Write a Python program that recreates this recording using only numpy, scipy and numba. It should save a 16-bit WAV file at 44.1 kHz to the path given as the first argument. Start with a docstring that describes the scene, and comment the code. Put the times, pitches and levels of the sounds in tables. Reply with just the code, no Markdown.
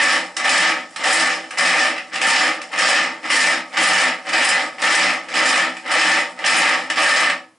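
"""Hand-cranked cord twister.

An iron gear drive, clamped to a wooden bench, twists thread into cord in a small panelled workshop.
Each push of the crank takes up the play in the gears with a clack, bites, holds and slackens.
The chattering teeth ring the iron and the bench; between pushes the wheel coasts.
After the last turn the room rings out over faint steady air."""
import sys
import numpy as np
from scipy import signal
from scipy.fft import rfft, irfft
from scipy.io import wavfile
from scipy.ndimage import uniform_filter1d
from numba import njit

SR = 44100
rng = np.random.default_rng(int(sys.argv[2]) if len(sys.argv) > 2 else 0)


def dump(signal):
    """Clip the signal to [-1, 1] and save it as 16-bit WAV at the path in sys.argv[1]."""
    limited = np.clip(np.atleast_2d(signal).T, -1, 1)
    pcm = np.round(limited * 32767).astype(np.int16)
    wavfile.write(sys.argv[1], SR, pcm)


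N = 334272
IR_SAMPLES = 16384
TIME_S = np.arange(N) / SR
FREQS_HZ = np.maximum(np.arange(IR_SAMPLES // 2 + 1) * SR / IR_SAMPLES, 1)

# One crank push per turn: (bite time [s], take-up lead [s], take-up force [dB], hold [s],
# push force [dB], slackening [dB/s], sharpness before weighting [dB])
PUSHES = [(-0.1, 0.06, -28, 0.24, -12, 215, -1), (0.434, 0.083, -25, 0.25, -15, 167, -3.5),
          (1.028, 0.069, -25.5, 0.26, -16.5, 163, 0.5), (1.569, 0.068, -32, 0.31, -16, 230, -3.5),
          (2.221, 0.13, -27, 0.24, -15, 173, -1.5), (2.768, 0.074, -23, 0.23, -15.5, 152, -1.5),
          (3.296, 0.088, -24.5, 0.25, -15, 320, 3), (3.765, 0.065, -26, 0.29, -13.5, 199, 0),
          (4.323, 0.096, -25, 0.24, -15, 173, 0.5), (4.816, 0.057, -27.5, 0.26, -15.5, 144, -2.5),
          (5.338, 0.083, -30.5, 0.29, -16, 208, -0.5), (5.902, 0.078, -24, 0.27, -15.5, 200, 0.5),
          (6.443, 0.1, -32.5, 0.26, -14.5, 130, -2.5), (6.956, 0.08, -30.5, 0.32, -15, 275, -4.5)]
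# Teeth knock across their play or snag mid-turn: (time [s], relative level [dB], sharpness [dB])
TOOTH_CLACKS = [(0.3661, -13, 6.5), (0.492, -8, 4), (0.960, -17.5, 2), (1.038, -22, 9), (1.441, -28, -4),
                (1.507, -19.5, 0), (1.583, -18.5, 14), (1.962, -20, -10), (1.979, -15.5, -11),
                (2.142, -16.5, -4), (2.156, -14.5, -1), (2.214, -9, -1), (2.264, -24, 11.5),
                (2.615, -21.5, 1.5), (2.729, -18, -14), (2.787, -19, 13), (3.301, -9.5, -5),
                (3.771, -7, -4.5), (4.29, -22, 6), (4.782, -26, -17), (4.817, -16, 4), (4.95, -19.5, 17),
                (5.285, -20, -5), (5.338, -13, -4), (5.388, -17.5, 4), (5.490, -19, 16), (5.767, -23, -2.5),
                (5.915, -17, 6), (6.388, -23, -5), (6.44, -11.5, -18), (6.46, -20, 15), (6.8998, -9.5, -2),
                (6.957, -23, 3), (7.298, -6.5, -8.5)]
# Broad spectrum of a tooth contact: (frequency [Hz], relative level [dB])
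CONTACT_SPECTRUM = [(60, -47), (100, -38), (150, -22), (400, -17), (600, -10.5), (1000, -6.5), (2000, 0.5),
                    (3000, -4.5), (4000, -8), (5200, -12), (6400, -13.5), (9000, -12), (11000, -26.5)]
# Wheel and frame resonances: (frequency [Hz], width [Hz], lift [dB])
IRON_MODES = [(1228, 59, 12), (1272, 8.4, 11), (1322, 35, 8), (1383, 20, 6.5), (1579, 31, 5), (1650, 30, 7),
              (1722, 13.4, 10), (1768, 27.4, 11), (1809, 42, 12), (1870, 28, 6), (1910, 61, 2.5),
              (2007, 54, 7.5), (2088, 13, 8), (2275, 46, 3), (2328, 44, 6.5), (2477, 45, 3.5),
              (2519, 37, 6.5), (2635, 31, 6.5), (2953, 126, 5.5), (3063, 22, 5.5), (4910, 196, 5),
              (5314, 670, 8), (7140, 59, 5.5), (7260, 100, 5), (7860, 53, 8)]
# Bench and mounting resonances: (frequency [Hz], width [Hz], lift [dB])
BENCH_MODES = [(184.6, 27, 16), (255.7, 28.5, 19), (306.4, 40.7, 12), (324, 18, 14.5), (509.3, 72, 11.5),
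               (575.2, 52, 12), (647.5, 38, 10.5), (754.3, 54, 13.5), (791, 20, 5.5), (829, 20, 9.5),
               (896.4, 31, 8.5), (927.3, 33, 10), (1147, 39, 9)]
# Stereo width away from the resonances: (frequency [Hz], side minus mid [dB])
STEREO_WIDTH = [(60, -18), (140, -25), (280, -14), (400, -14.5), (560, -14.5), (760, -10), (1300, -10),
                (2000, -11.5), (5000, -10.5), (9500, -10.5)]
# Workshop reverberation: (frequency [Hz], T60 [s])
ROOM_DECAY = [(150, 0.59), (500, 0.29), (1500, 0.24), (5000, 0.27), (10000, 0.18)]
# Workshop reflections: (frequency [Hz], relative level [dB])
ROOM_SPECTRUM = [(250, -2.5), (600, -1), (1500, -0.5), (10000, -0.5)]
# Still workshop air: (frequency [Hz], relative density [dB])
AIR_SPECTRUM = [(30, -30), (60, -19), (110, 12), (300, 6), (1000, 10), (4000, -4), (11000, -4)]


def crank_force_db(coast_db, lead_s=0, take_up_trim_db=0, sharp_weight=0):
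    """Each push takes up the play, bites, holds and eases off; the wheel coasts, then stops."""
    take_up_rise_s, bite_rise_s, ease_s = 0.046, 0.013, 0.019
    stop_s, stop_db_per_s = 7.33, 132.5
    force = undb(coast_db - stop_db_per_s * np.maximum(TIME_S - stop_s, 0))
    for bite_s, take_up_s, take_up_db, hold_s, push_db, slack_db_per_s, sharp_db in PUSHES:
        near = np.abs(TIME_S - bite_s) < 1
        age_s = TIME_S[near] - bite_s
        take_up_ramp = np.clip((age_s + take_up_s) / take_up_rise_s, 0, 1) ** 2
        take_up = undb(take_up_db + take_up_trim_db) * take_up_ramp
        push = undb(push_db + sharp_weight * sharp_db) * np.clip(age_s / bite_rise_s, 0, 1)
        let_go_s = ease_s * np.logaddexp(0, (age_s - hold_s + lead_s) / ease_s)
        stroke = np.maximum(take_up, push) * undb(-slack_db_per_s * let_go_s)
        force[near] = np.maximum(force[near], stroke)
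    return 20 * np.log10(force)


def gear_chatter(coast_db=-48.5, loaded_db=-14, dull_db=-3, dull_per_db=0.4174, edge_db=-2):
    """Crank force drives the teeth, duller when slack. The scratch fades first, the rumble last."""
    force_db = crank_force_db(coast_db)
    low, middle, high = split(tooth_impacts(rate_hz=800, scatter_db=1, scrape_s=0.0015, scrape=1.03))
    body = load_ring(middle, force_db)
    scratch = dry_flanks(high)
    late_db = crank_force_db(coast_db, lead_s=-0.0085)
    lost_db = np.clip(loaded_db - late_db, 0, loaded_db - coast_db)
    rumble_db = late_db + dull_db + dull_per_db * lost_db
    early_db = crank_force_db(coast_db=-42, lead_s=0.023, take_up_trim_db=-5, sharp_weight=0.47)
    scratch_db = early_db + edge_db + 0.2 * flicker(rate_hz=24)
    return undb(rumble_db) * low + undb(force_db) * body + undb(scratch_db) * scratch


def tooth_impacts(rate_hz, scatter_db, scrape_s, scrape):
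    """Loose teeth strike at random times; a short scrape follows each tick."""
    strikes = rng.random(N) < rate_hz / SR
    ticks = strikes * undb(scatter_db * np.clip(rng.standard_normal(N), -2, 2))
    scrape_decay = np.exp(-TIME_S[:IR_SAMPLES] / scrape_s)
    sliding = np.sqrt(np.abs(convolve(ticks ** 2, scrape_decay)))
    clicks = unit_rms(ticks * rng.choice([-1, 1], N))
    scrapes = unit_rms(sliding * rng.standard_normal(N))
    return unit_rms(clicks + scrape * scrapes)


def load_ring(x, force_db, loaded_db=-16, range_db=7):
    """Loaded teeth drive the wheel's lower ring and clamp the frame; slack, a higher ring takes over."""
    slack = np.clip((loaded_db - force_db) / range_db, 0, 1)
    lower = resonance(x, hz=1795, width_hz=84)
    upper = resonance(x, hz=2090, width_hz=150)
    frame = resonance(x, hz=1260, width_hz=230)
    loaded = 0.11 * lower - 0.25 * frame
    free = undb(-4) * upper - 0.38 * lower
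    return x + (1 - slack) * loaded + slack * free


def dry_flanks(treble, flicker_db=5, ticks_db=-13):
    """Dry spots on the tooth flanks scratch and tick, now higher, now lower."""
    bands = split(treble, low_hz=6550, high_hz=7940)
    scratch = sum(undb(flicker_db * flicker(rate_hz=70)) * band for band in bands)
    return scratch + undb(ticks_db) * iron_ticks()


def iron_ticks(count=520, low_hz=4300, high_hz=10500, ring_s=0.0048, scatter_db=9):
    """Tiny pings of dry iron, each at its own pitch; unit rms."""
    ticks, age_s = np.zeros(N + SR), TIME_S[:SR // 20]
    for when, pitch, size in rng.random((count, 3)):
        hz = low_hz + pitch * (high_hz - low_hz)
        ping = np.sin(2 * np.pi * hz * age_s) * np.exp(-age_s / ring_s)
        ticks[int(when * N):][:len(age_s)] += undb(scatter_db * size) * ping
    return unit_rms(ticks[:N])


def backlash(rattle_s=0.0065, seat_s=0.0015, dull_db=-4, edge_db=3, ring_db=3):
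    """Each clack is a fast-dying run of tooth bounces with a hard ring of its own."""
    bounces = tooth_impacts(rate_hz=4000, scatter_db=-0.5, scrape_s=0.00093, scrape=0.67)
    low, middle, high = split(bounces)
    ring = resonance(middle, hz=2750, width_hz=210)
    knock = undb(dull_db) * low + middle + undb(ring_db) * ring
    clacks, age_s = np.zeros(N), TIME_S[:SR // 10]
    envelope = np.exp(-age_s / rattle_s) * (1 - np.exp(-age_s / seat_s))
    for time_s, level_db, sharp_db in TOOTH_CLACKS:
        start = int(time_s * SR)
        span = slice(start, start + len(age_s))
        edge = undb(edge_db + sharp_db) * high[span]
        clacks[span] += undb(level_db) * envelope * (knock[span] + edge)
    return clacks


def gear_drive(places=6, dwell_s=0.004, gain_db=2):
    """The contact wanders round the gears; each place rings the same rig via its own room path."""
    contacts = gear_chatter() + backlash()
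    dwell = int(dwell_s * SR)
    place = np.repeat(rng.integers(0, places, N // dwell + 1), dwell)[:N]
    mid, side = np.zeros(N), np.zeros(N)
    for k in range(places):
        here = contacts * (place == k)
        mid += convolve(here, workshop_ir(direct=1.0))
        side += convolve(here, workshop_ir(direct=0.69 * (-1) ** k))
    mid_ir, side_ir = iron_and_bench_irs()
    mid, side = convolve(mid, mid_ir), convolve(side, side_ir)
    return undb(gain_db) * np.array([mid + side, mid - side])


def iron_and_bench_irs(side_share=0.62):
    """Mid and side ring of wheel, frame and bench; the resonances sit nearer the centre."""
    contact_db = curve_at(CONTACT_SPECTRUM, FREQS_HZ)
    lift_db = sum(db / (1 + (2 * (FREQS_HZ - hz) / width_hz) ** 2)
                  for hz, width_hz, db in [*BENCH_MODES, *IRON_MODES])
    mid = minimum_phase_ir(contact_db + lift_db)
    side = minimum_phase_ir(contact_db + side_share * lift_db + curve_at(STEREO_WIDTH, FREQS_HZ))
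    return mid / np.linalg.norm(mid), side / np.linalg.norm(mid)


def workshop_ir(direct, build_s=0.0024):
    """Direct sound, then dense reflections off the panelling; the treble dies first."""
    hz, age_s, noise = signal.stft(rng.standard_normal(IR_SAMPLES), SR, nperseg=256)
    hz = np.maximum(hz, 1)[:, None]
    decay = undb(-60 * age_s / curve_at(ROOM_DECAY, hz))
    decay /= np.linalg.norm(decay, axis=1, keepdims=True)
    _, tail = signal.istft(noise * decay * undb(curve_at(ROOM_SPECTRUM, hz)), SR)
    ir = tail[:IR_SAMPLES] * (1 - np.exp(-TIME_S[:IR_SAMPLES] / build_s))
    ir /= np.linalg.norm(ir)
    ir[0] += direct
    return ir / np.linalg.norm(ir)


def still_air(level_db=-59.5, side_db=-12):
    """Faint steady noise, nearly the same left and right."""
    ir = minimum_phase_ir(curve_at(AIR_SPECTRUM, FREQS_HZ))
    mid, side = (unit_rms(convolve(rng.standard_normal(N), ir)) for _ in range(2))
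    side *= undb(side_db)
    return undb(level_db) * np.array([mid + side, mid - side])


def undb(db):
    """Decibels to gain."""
    return 10 ** (np.asarray(db) / 20)


def unit_rms(x):
    """Scale to rms 1."""
    return x / np.sqrt(np.mean(x ** 2))


def curve_at(points, hz):
    """Interpolate (frequency [Hz], value) points over log frequency."""
    points_hz, values = np.transpose(points)
    return np.interp(np.log(hz), np.log(points_hz), values)


def minimum_phase_ir(gain_db):
    """Causal impulse response with gain_db at FREQS_HZ."""
    cepstrum = irfft(np.log(undb(gain_db)))
    cepstrum[1:IR_SAMPLES // 2] *= 2
    cepstrum[IR_SAMPLES // 2 + 1:] = 0
    return irfft(np.exp(rfft(cepstrum)))


def convolve(x, ir):
    """Convolution cut to N samples."""
    return signal.fftconvolve(x, ir)[:N]


def split(x, low_hz=950, high_hz=4600):
    """Low, middle and high bands that sum to x."""
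    low = signal.sosfiltfilt(signal.butter(2, low_hz, fs=SR, output="sos"), x)
    high = signal.sosfiltfilt(signal.butter(2, high_hz, "high", fs=SR, output="sos"), x)
    return low, x - low - high, high


def resonance(x, hz, width_hz):
    """Band-pass, unity gain at its centre."""
    return signal.lfilter(*signal.iirpeak(hz, hz / width_hz, fs=SR), x)


def flicker(rate_hz):
    """Ramps between random levels; unit rms."""
    hold = int(SR / rate_hz)
    steps = np.repeat(rng.standard_normal(N // hold + 1), hold)
    return unit_rms(uniform_filter1d(steps, hold)[:N])


@njit
def follow(level, attack, release):
    """Envelope follower with per-sample rise and fall coefficients."""
    envelope, held = np.empty(len(level)), 0.
    for i in range(len(level)):
        held += (level[i] - held) * (attack if level[i] > held else release)
        envelope[i] = held
    return envelope


def scene():
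    """The turning drive in the quiet workshop."""
    return gear_drive() + still_air()


def record(dry, threshold_db=-11, attack_s=0.0016, release_s=0.015, cutoff_hz=11100):
    """Look-ahead limiter, soft clip, steep low-pass."""
    envelope = follow(np.abs(dry).max(axis=0), 1 / (attack_s * SR), 1 / (release_s * SR))
    ahead = np.interp(TIME_S + attack_s, TIME_S, envelope)
    limited = dry / np.maximum(ahead / undb(threshold_db), 1)
    lowpass = signal.ellip(12, 0.2, 80, cutoff_hz, fs=SR, output="sos")
    return signal.sosfilt(lowpass, np.tanh(limited))


dry = scene()
out = record(dry)
dump(out)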